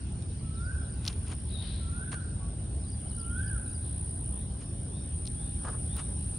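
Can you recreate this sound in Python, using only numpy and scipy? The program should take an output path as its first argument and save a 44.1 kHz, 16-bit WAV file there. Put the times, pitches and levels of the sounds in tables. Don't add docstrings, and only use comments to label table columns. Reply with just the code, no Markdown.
import sys
import numpy as np
from scipy import signal
from scipy.fft import rfft, irfft, next_fast_len
from scipy.io import wavfile
from scipy.ndimage import uniform_filter1d, map_coordinates

SR = 44100
rng = np.random.default_rng(int(sys.argv[2]) if len(sys.argv) > 2 else 0)


def put_to_file(sound):
    columns = np.atleast_2d(sound).T
    safe = np.clip(columns, -1, 1)
    whole_steps = np.round(safe * 32767)
    wavfile.write(sys.argv[1], SR, whole_steps.astype(np.int16))


N = 281358


def amp(db):
    return 10 ** (np.asarray(db) / 20)


def unit(x):
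    return x / np.sqrt(np.mean(x ** 2) + 1e-20)


def along(points, hz):
    f, v = np.transpose(points)
    return np.interp(np.log(hz + 1), np.log(f + 1), v)


def curves(rows):
    s, *cols = np.transpose(rows)
    return [np.interp(np.arange(N) / SR, s, c) for c in cols]


def wobble(rate, n=N):
    knots = rng.standard_normal(int(n * rate / SR) + 4)
    return map_coordinates(knots, [np.arange(n) * rate / SR])


def filtered(x, response):
    n = x.shape[-1]
    m = next_fast_len(n + 8192)
    return irfft(rfft(x, m) * response(np.fft.rfftfreq(m, 1 / SR)), m)[..., :n]


def noise(spectrum, shape=N):
    return unit(filtered(rng.standard_normal(shape), lambda hz: amp(along(spectrum, hz))))


def field(spectrum):
    # f/Hz, correlation
    alike = [(60, 1), (125, 0.98), (250, 0.93), (500, 0.56), (1000, 0)]

    def mid_side_gains(hz):
        angle = np.arccos(np.clip(along(alike, hz), -1, 1)) / 2
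        return np.array([np.cos(angle), np.sin(angle)])

    mid, side = filtered(noise(spectrum, (2, N)), mid_side_gains)
    return unit(np.array([mid + side, mid - side]))


def spread(pair, side_db):
    return unit(pair[0] + amp(side_db) * np.array([pair[1], -pair[1]]))


def patchy(x, depth_db):
    z = signal.stft(x, nperseg=512)[2]
    patches = uniform_filter1d(rng.standard_normal(z.shape[1:]), size=3, axis=0)
    patches = uniform_filter1d(patches, size=10, axis=1)
    return signal.istft(z * amp(depth_db * unit(patches)), nperseg=512)[1][:, :N]


def pan(left_db):
    return amp([[left_db / 2], [-left_db / 2]])


def add(track, s, sound):
    part = track[..., max(0, round(s * SR)):][..., :sound.shape[-1]]
    part += sound[..., :part.shape[-1]]


def note(rows, waver, waver_rate, flutter_db):
    s, hz, db = np.transpose(rows)
    t = np.arange(s[0], max(s[-1], s[0] + .01), 1 / SR)
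    glide = uniform_filter1d(np.interp(t, s, hz), size=300)
    pitch = glide * (1 + waver * wobble(waver_rate, len(t)))
    level = amp(np.interp(t, s, db) + flutter_db * wobble(waver_rate, len(t)))
    tone = np.sin(2 * np.pi * np.cumsum(pitch) / SR)
    return np.sqrt(2) * level * signal.windows.tukey(len(t), .1) * tone


def woods(x, t60, wet_db, build):
    t = np.arange(int(1.5 * SR)) / SR
    tail = rng.standard_normal((2, len(t))) * amp(-60 * t / t60) * (1 - np.exp(-t / build))
    tail /= np.linalg.norm(tail[0])
    return amp(wet_db) * signal.fftconvolve(x[None], tail, axes=1)[:, :len(x)]


def distance():
    # f/Hz, relative level/dB
    rumble_band = [(20, -39), (51, -2), (76, 0.5), (195, -13), (308, -22), (343, -21.5), (500, -41),
                   (650, -71), (1100, -120)]
    # f/Hz, relative level/dB
    air_band = [(240, -27), (400, -0.5), (520, -5), (800, -7), (1250, -16.5), (1550, -17), (2000, -26),
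                (3600, -25.5), (4800, -29.5), (5500, -26.5), (6400, -37.5), (7500, -31), (12000, -80)]
    # t/s, land murmur level/dB, leaf hiss level/dB
    air_levels = [(0, -59, -62), (2.4, -58, -62.5), (3.8, -59, -64), (6.38, -59, -61)]
    # f/Hz, peak level/dB
    hum_tones = [(558, -68.5), (683, -74), (796, -70.5)]
    rumble_db, land_trim_db, leaf_trim_db = -34.5, 1.5, 2

    land_db, leaf_db = curves(air_levels)
    air = patchy(field(air_band), depth_db=2.5)
    low = filtered(air, lambda hz: 1 / (1 + (hz / 1800) ** 4))
    murmur = amp(land_db + land_trim_db) * unit(low)
    hiss = amp(leaf_db + leaf_trim_db) * unit(air - low)

    t = np.arange(N) / SR
    hum = np.zeros(N)
    for hz, db in hum_tones:
        level = amp(db + 2.9 * wobble(6.5))
        hum += level * np.sin(2 * np.pi * hz * t + 1.15 * wobble(14))
    hum_gain, = curves([(2, 0.24), (3, 1.28)])
    return amp(rumble_db) * field(rumble_band) + murmur + hiss + hum_gain * hum


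def tymbal(rate, pitch_ratio, n=N):
    # share of cycle, f/Hz before pitch_ratio, relative level/dB
    pulse = [(0, 10500, -15), (.13, 9640, 3), (.35, 9500, 5), (.5, 8900, 0), (.7, 7900, -10),
             (.85, 7600, -45)]
    # f/Hz, relative level/dB
    body_band = [(7000, -30), (8300, 0), (9750, 0), (10900, -27)]
    cycle = np.cumsum(rate + .4 * wobble(20, n)) / SR % 1
    share, hz, db = np.transpose(pulse)
    pitch = pitch_ratio * np.interp(cycle, share, hz) + 30 * wobble(900, n) + 20 * wobble(3, n)
    strength_db = np.interp(cycle, share, db) + 0.75 * wobble(60, n) + 1.16 * wobble(700, n)
    strength = uniform_filter1d(amp(strength_db), size=30)
    tone = strength * np.sin(2 * np.pi * np.cumsum(pitch) / SR)
    buzz = unit(filtered(tone, lambda f: amp(along(body_band, f))))
    scatter = woods(buzz, t60=.1, wet_db=-5, build=.002)
    return unit(buzz + (scatter + scatter.mean(axis=0)) / 2)


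def bout(t, start, stop, swell, db, swell_db, release):
    outside = np.maximum(start - t, 0) + np.maximum(t - stop, 0)
    below_db = swell_db * np.clip(1 - (t - start) / swell, 0, 1)
    return amp(db - below_db - 20 * outside / release)


def insects():
    bouts = [(0, .932, .8, -51.5, 0.071, 0.95, 58), (0.198, 1.616, 1.5, -47.5, 1, 0.994, 58.5),
             (0.902, 1.6, 0.21, -53, 0.29, 1.03, 57), (1.603, 2.902, .22, -55, 0.46, .94, 57.5),
             (1.86, 2.17, .15, -46.5, .05, 1.002, 60.5), (2.879, 4.4, .33, -43.5, .14, 1.003, 60.4),
             (4.351, 4.75, 0.33, -52.5, 0.23, 1.028, 59), (4.8, 6.043, 0.54, -44.5, .056, 0.99, 62),
             (5.8, 6.38, 0.43, -47, .096, 1.03, 57)]
    # f/Hz, relative level/dB
    chorus_band = [(6800, -61), (7500, -48), (8000, -18.5), (8950, -3.5), (9300, 2.5), (9700, -3.5),
                   (10000, -11.5), (10400, -22), (11000, -33), (11800, -109)]
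    # t/s, level/dB
    chorus_levels = [(0, -56.5), (1.3, -58), (3.5, -49.5), (4.45, -52), (6.35, -46)]
    second_rate_hz = 57.5
    chorus_db, = curves(chorus_levels)
    singers = np.zeros((2, N))
    for start, stop, swell, db, release, pitch_ratio, rate in bouts:
        t = np.arange(max(start - .1, 0), stop + 2 * release, 1 / SR)
        effort = bout(t, start, stop, swell, db, swell_db=9, release=release)
        add(singers, t[0], effort * tymbal(rate, pitch_ratio, n=len(t)))
    second = amp(chorus_db + wobble(3.4)) * tymbal(second_rate_hz, pitch_ratio=0.94)
    crowd = patchy(spread(noise(chorus_band, (2, N)), side_db=-27), depth_db=1.5)
    return singers + second + amp(chorus_db) * crowd


def clicks():
    # t/s, peak level/dB before pan, lift of the highest treble/dB before peak scaling
    snaps = [(.224, -41.5, -6), (1.0524, -28.5, -1), (1.065, -28, -3), (1.0784, -15, -3), (1.0821, -18, -5),
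             (1.129, -37.5, 3), (5.2557, -34, -8), (5.2687, -34.5, -8), (5.2753, -28, -5), (5.967, -30, 23)]
    # f/Hz, width/Hz, relative level/dB
    grit = [(3310, 1200, 1.5), (4130, 680, 8), (5520, 850, 2.5), (14500, 3700, -19)]

    def resonances(f):
        total = 0
        for k, (centre, width, db) in enumerate(grit):
            damping = 1j * f * width
            total = total + (-1) ** k * amp(db) * damping / (centre * centre - f * f + damping)
        return total

    out = np.zeros((2, N))
    t = np.arange(SR // 25) / SR
    for s, db, lift_db in snaps:
        crumble = .07 * rng.standard_normal((2, len(t))) * amp(-60 * t / .018)
        snap = filtered((t == 0) + crumble, resonances)
        snap = filtered(snap, lambda hz: amp(along([(9000, 0), (13000, lift_db)], hz)))
        add(out, s, amp(db) * snap / np.abs(snap).max())
    return out * pan(left_db=3.5)


def chip(s, length, first_hz, last_hz, db):
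    u = np.linspace(0, 1, num=9)
    hz = last_hz + (first_hz - last_hz) * (1 - u) ** 1.67
    path = np.column_stack([s + length * u, hz, db - 9 * (2 * u - 1) ** 2])
    return note(path, waver=.015, waver_rate=376, flutter_db=3.5)


def small_birds():
    # t/s, level/dB, lift of the chips after the first two/dB
    twitters = [(.285, -60, -6), (.55, -57, -8), (.83, -59, -6), (2.825, -60, 0.5), (3.095, -57.5, 0),
                (3.37, -59.5, -3.5), (3.645, -60, 0)]
    # t after phrase start/s, length/s, first f/Hz, last f/Hz, level re phrase/dB
    phrase = [(-.01, .022, 5400, 4950, -10), (.008, .036, 4400, 3700, -7), (.047, .02, 6800, 6150, -10),
              (.06, .018, 4550, 4850, -6.5), (.082, .02, 6000, 5600, -9), (.095, .03, 5200, 4660, -0.5)]
    # t start/s, t stop/s, swell/s, level/dB before far_trim_db
    pipping = (3, 3.5, .35, -61.5)
    # t/s, length/s, first f/Hz, last f/Hz, level/dB before far_trim_db
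    lone_notes = [(2.389, 0.066, 1135, 1123, -60), (2.835, .09, 4850, 4530, -67)]
    chip_scatter_db, far_trim_db = 1.5, -1.5
    pip_swell_db, pip_every_s, pip_s, pip_hz = 3, .06, 0.022, 3100

    song, far = np.zeros((2, N))
    for start, loud_db, later_db in twitters:
        for k, (delay, length, first_hz, last_hz, chip_db) in enumerate(phrase):
            s = start + delay
            db = loud_db + chip_db + later_db * (k >= 2) + rng.normal(0, chip_scatter_db)
            add(song, s, chip(s, length, first_hz, last_hz, db))

    start, stop, swell, pip_db = pipping
    for s in np.arange(start, stop, pip_every_s):
        db = pip_db - pip_swell_db * max(1 - (s - start) / swell, 0)
        first_hz, last_hz = pip_hz + rng.normal(0, 170, 2)
        onset = s + rng.normal(0, .007)
        add(far, onset, chip(onset, pip_s, first_hz, last_hz, db))
    for row in lone_notes:
        add(far, row[0], chip(*row))

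    near_mix = song * pan(left_db=7.0) + woods(song, t60=0.6, wet_db=-6.5, build=.01)
    far_mix = amp(far_trim_db) * far + woods(far, t60=.6, wet_db=0.5, build=0.011)
    return near_mix + far_mix


def slur(start, climb, low_hz, crest_hz, db, swell_db, pause, fall_db):
    dip_share, bend = 0.283, 1.7
    loudest_share, swell_bend = 0.93, 1.57
    break_hz, end_hz = 1570, 1226
    break_s, break_drop_db, crest_s = 0.0081, 14, 0.0318
    fall_s, fall_attack_s, fall_fade_db = .11, 0.02, 17

    u = np.linspace(0, 1, num=30)
    hz = low_hz + (break_hz - low_hz) * np.abs((u - dip_share) / (1 - dip_share)) ** bend
    effort = np.minimum(u / loudest_share, 1) ** swell_bend
    rise = np.column_stack([start + climb * u, hz, db - swell_db * (1 - effort)])

    top = start + climb
    since_break = np.array([break_s, crest_s, crest_s + pause])
    thin_hz = np.interp(since_break, [0, crest_s], [break_hz, crest_hz])
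    crest = np.column_stack([top + since_break, thin_hz, np.full(3, db - break_drop_db)])

    turn = top + crest_s + pause
    since_turn = fall_attack_s + (fall_s - fall_attack_s) * u
    low_glide = np.interp(since_turn, [0, fall_s], [crest_hz, end_hz])
    fall = np.column_stack([turn + since_turn, low_glide, fall_db - fall_fade_db * u ** 2])
    return np.vstack([rise, crest, fall])


def whistler():
    whistles = [(.42, .295, 1297, 1640, -43.5, 20.5, .002, -51),
                (1.8, 0.24, 1332, 1678, -46.5, 13, .04, -47),
                (3.165, .25, 1353, 1706, -42.5, 16, .04, -45.5)]
    # t/s, lag/ms
    bearing = [(.7, .17), (2, 0.23), (3.3, 0.068)]
    echo_s, echo_db = .072, -12.5
    song = np.zeros(N)
    for row in whistles:
        add(song, row[0], note(slur(*row), waver=0.0035, waver_rate=70.4, flutter_db=1.5))
    t = np.arange(N) / SR
    lag_ms, = curves(bearing)
    left = np.interp(t - lag_ms / 1000, t, song)
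    echo = amp(echo_db) * np.interp(t - echo_s, t, song)
    direct = np.array([left, song]) * pan(left_db=-4.0)
    return direct + echo + woods(song, t60=0.84, wet_db=-3.0, build=0.022)


def scuffs():
    contacts = [(1.078, 0.079, 0.1, -46.5, -0.5), (1.275, .015, 0.038, -50.5, 0),
                (1.326, 0.066, 0.026, -44.5, -6), (2.1185, .001, 0.021, -38.5, -1.5),
                (2.129, .001, 0.013, -36, -10), (2.141, .001, 0.018, -41.5, -6.5),
                (4.619, 0.036, 0.038, -54, 2), (5.651, .012, 0.031, -41, -17),
                (5.687, 0.052, 0.037, -38, -20), (5.748, .06, 0.037, -47.5, -19),
                (5.997, 0.049, 0.029, -40, -8)]
    # f/Hz, relative level/dB
    sole = [(150, -16), (450, -6), (1200, -4.5), (1700, -9), (2800, -4), (5000, -11), (8000, -15.5),
            (12000, -41)]
    out = np.zeros((2, N))
    t = np.arange(-SR // 6, SR // 6) / SR
    for s, rise, fall, db, treble_db in contacts:
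        grains = spread(rng.standard_normal((2, len(t))), side_db=-8.0)
        grains = grains * amp(1.73 * wobble(496.7, len(t)))
        treble = [(1700, 0), (2100, treble_db)]
        rub = unit(filtered(grains, lambda hz: amp(along(sole, hz) + along(treble, hz))))
        add(out, s + t[0], rub * amp(db - 20 * np.maximum(-t / rise, t / fall)))
    return out * pan(left_db=2.0)


def hoarse_bird():
    squawks = [(1.506, 0.075, 3834, 3750, .052, -50), (1.577, 0.061, 3770, 3750, .01, -50.5),
               (1.625, .06, 3400, 2800, .015, -63), (1.633, 0.188, 3830, 3990, .06, -56.5)]
    # t peak/s, level/dB before flutter and pan
    rasps = [(1.5, -60.5), (1.64, -52.5), (3.85, -62.5)]
    # f/Hz, relative level/dB
    rasp_band = [(600, -20), (2300, -22), (2850, -20), (3300, -12), (4100, -10.5), (5200, -23), (7000, -57)]
    # t/s, level/dB before far_trim_db
    upslurs = [(4.39, -63), (4.96, -62), (5.43, -59.5), (5.941, -57)]
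    onset_db, fade_db, far_trim_db = 9, 9, -2
    rasp_attack_s_per_20db, rasp_decay_db_per_s = 0.074, 55

    near, far = np.zeros((2, N))
    for s, length, first_hz, last_hz, attack, db in squawks:
        path = [(s, first_hz, db - onset_db),
                (s + attack, (first_hz + last_hz) / 2, db),
                (s + length, last_hz, db - fade_db)]
        add(near, s, note(path, waver=0.0174, waver_rate=400, flutter_db=3.0))

    t = np.arange(N) / SR
    rasp = np.zeros(N)
    for s, db in rasps:
        below_db = np.maximum(20 * (s - t) / rasp_attack_s_per_20db, rasp_decay_db_per_s * (t - s))
        rasp += amp(db - below_db)
    near += rasp * amp(0.91 * wobble(90)) * noise(rasp_band)

    for s, db in upslurs:
        slide = [(s - .07, 3150, db - 8), (s, 3700, db), (s + 0.107, 3780, db - 13)]
        add(far, slide[0][0], note(slide, waver=0.03, waver_rate=430, flutter_db=3.5))

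    near_mix = near * pan(left_db=11.5) + woods(near, t60=0.53, wet_db=-3.0, build=.015)
    far_mix = amp(far_trim_db) * far + woods(far, t60=0.67, wet_db=-2, build=.015)
    return near_mix + far_mix


def scene():
    return distance() + insects() + clicks() + small_birds() + whistler() + scuffs() + hoarse_bird()


def record(dry):
    top_hz = 15750
    return filtered(dry, lambda hz: hz < top_hz)


dry = scene()
out = record(dry)
put_to_file(out)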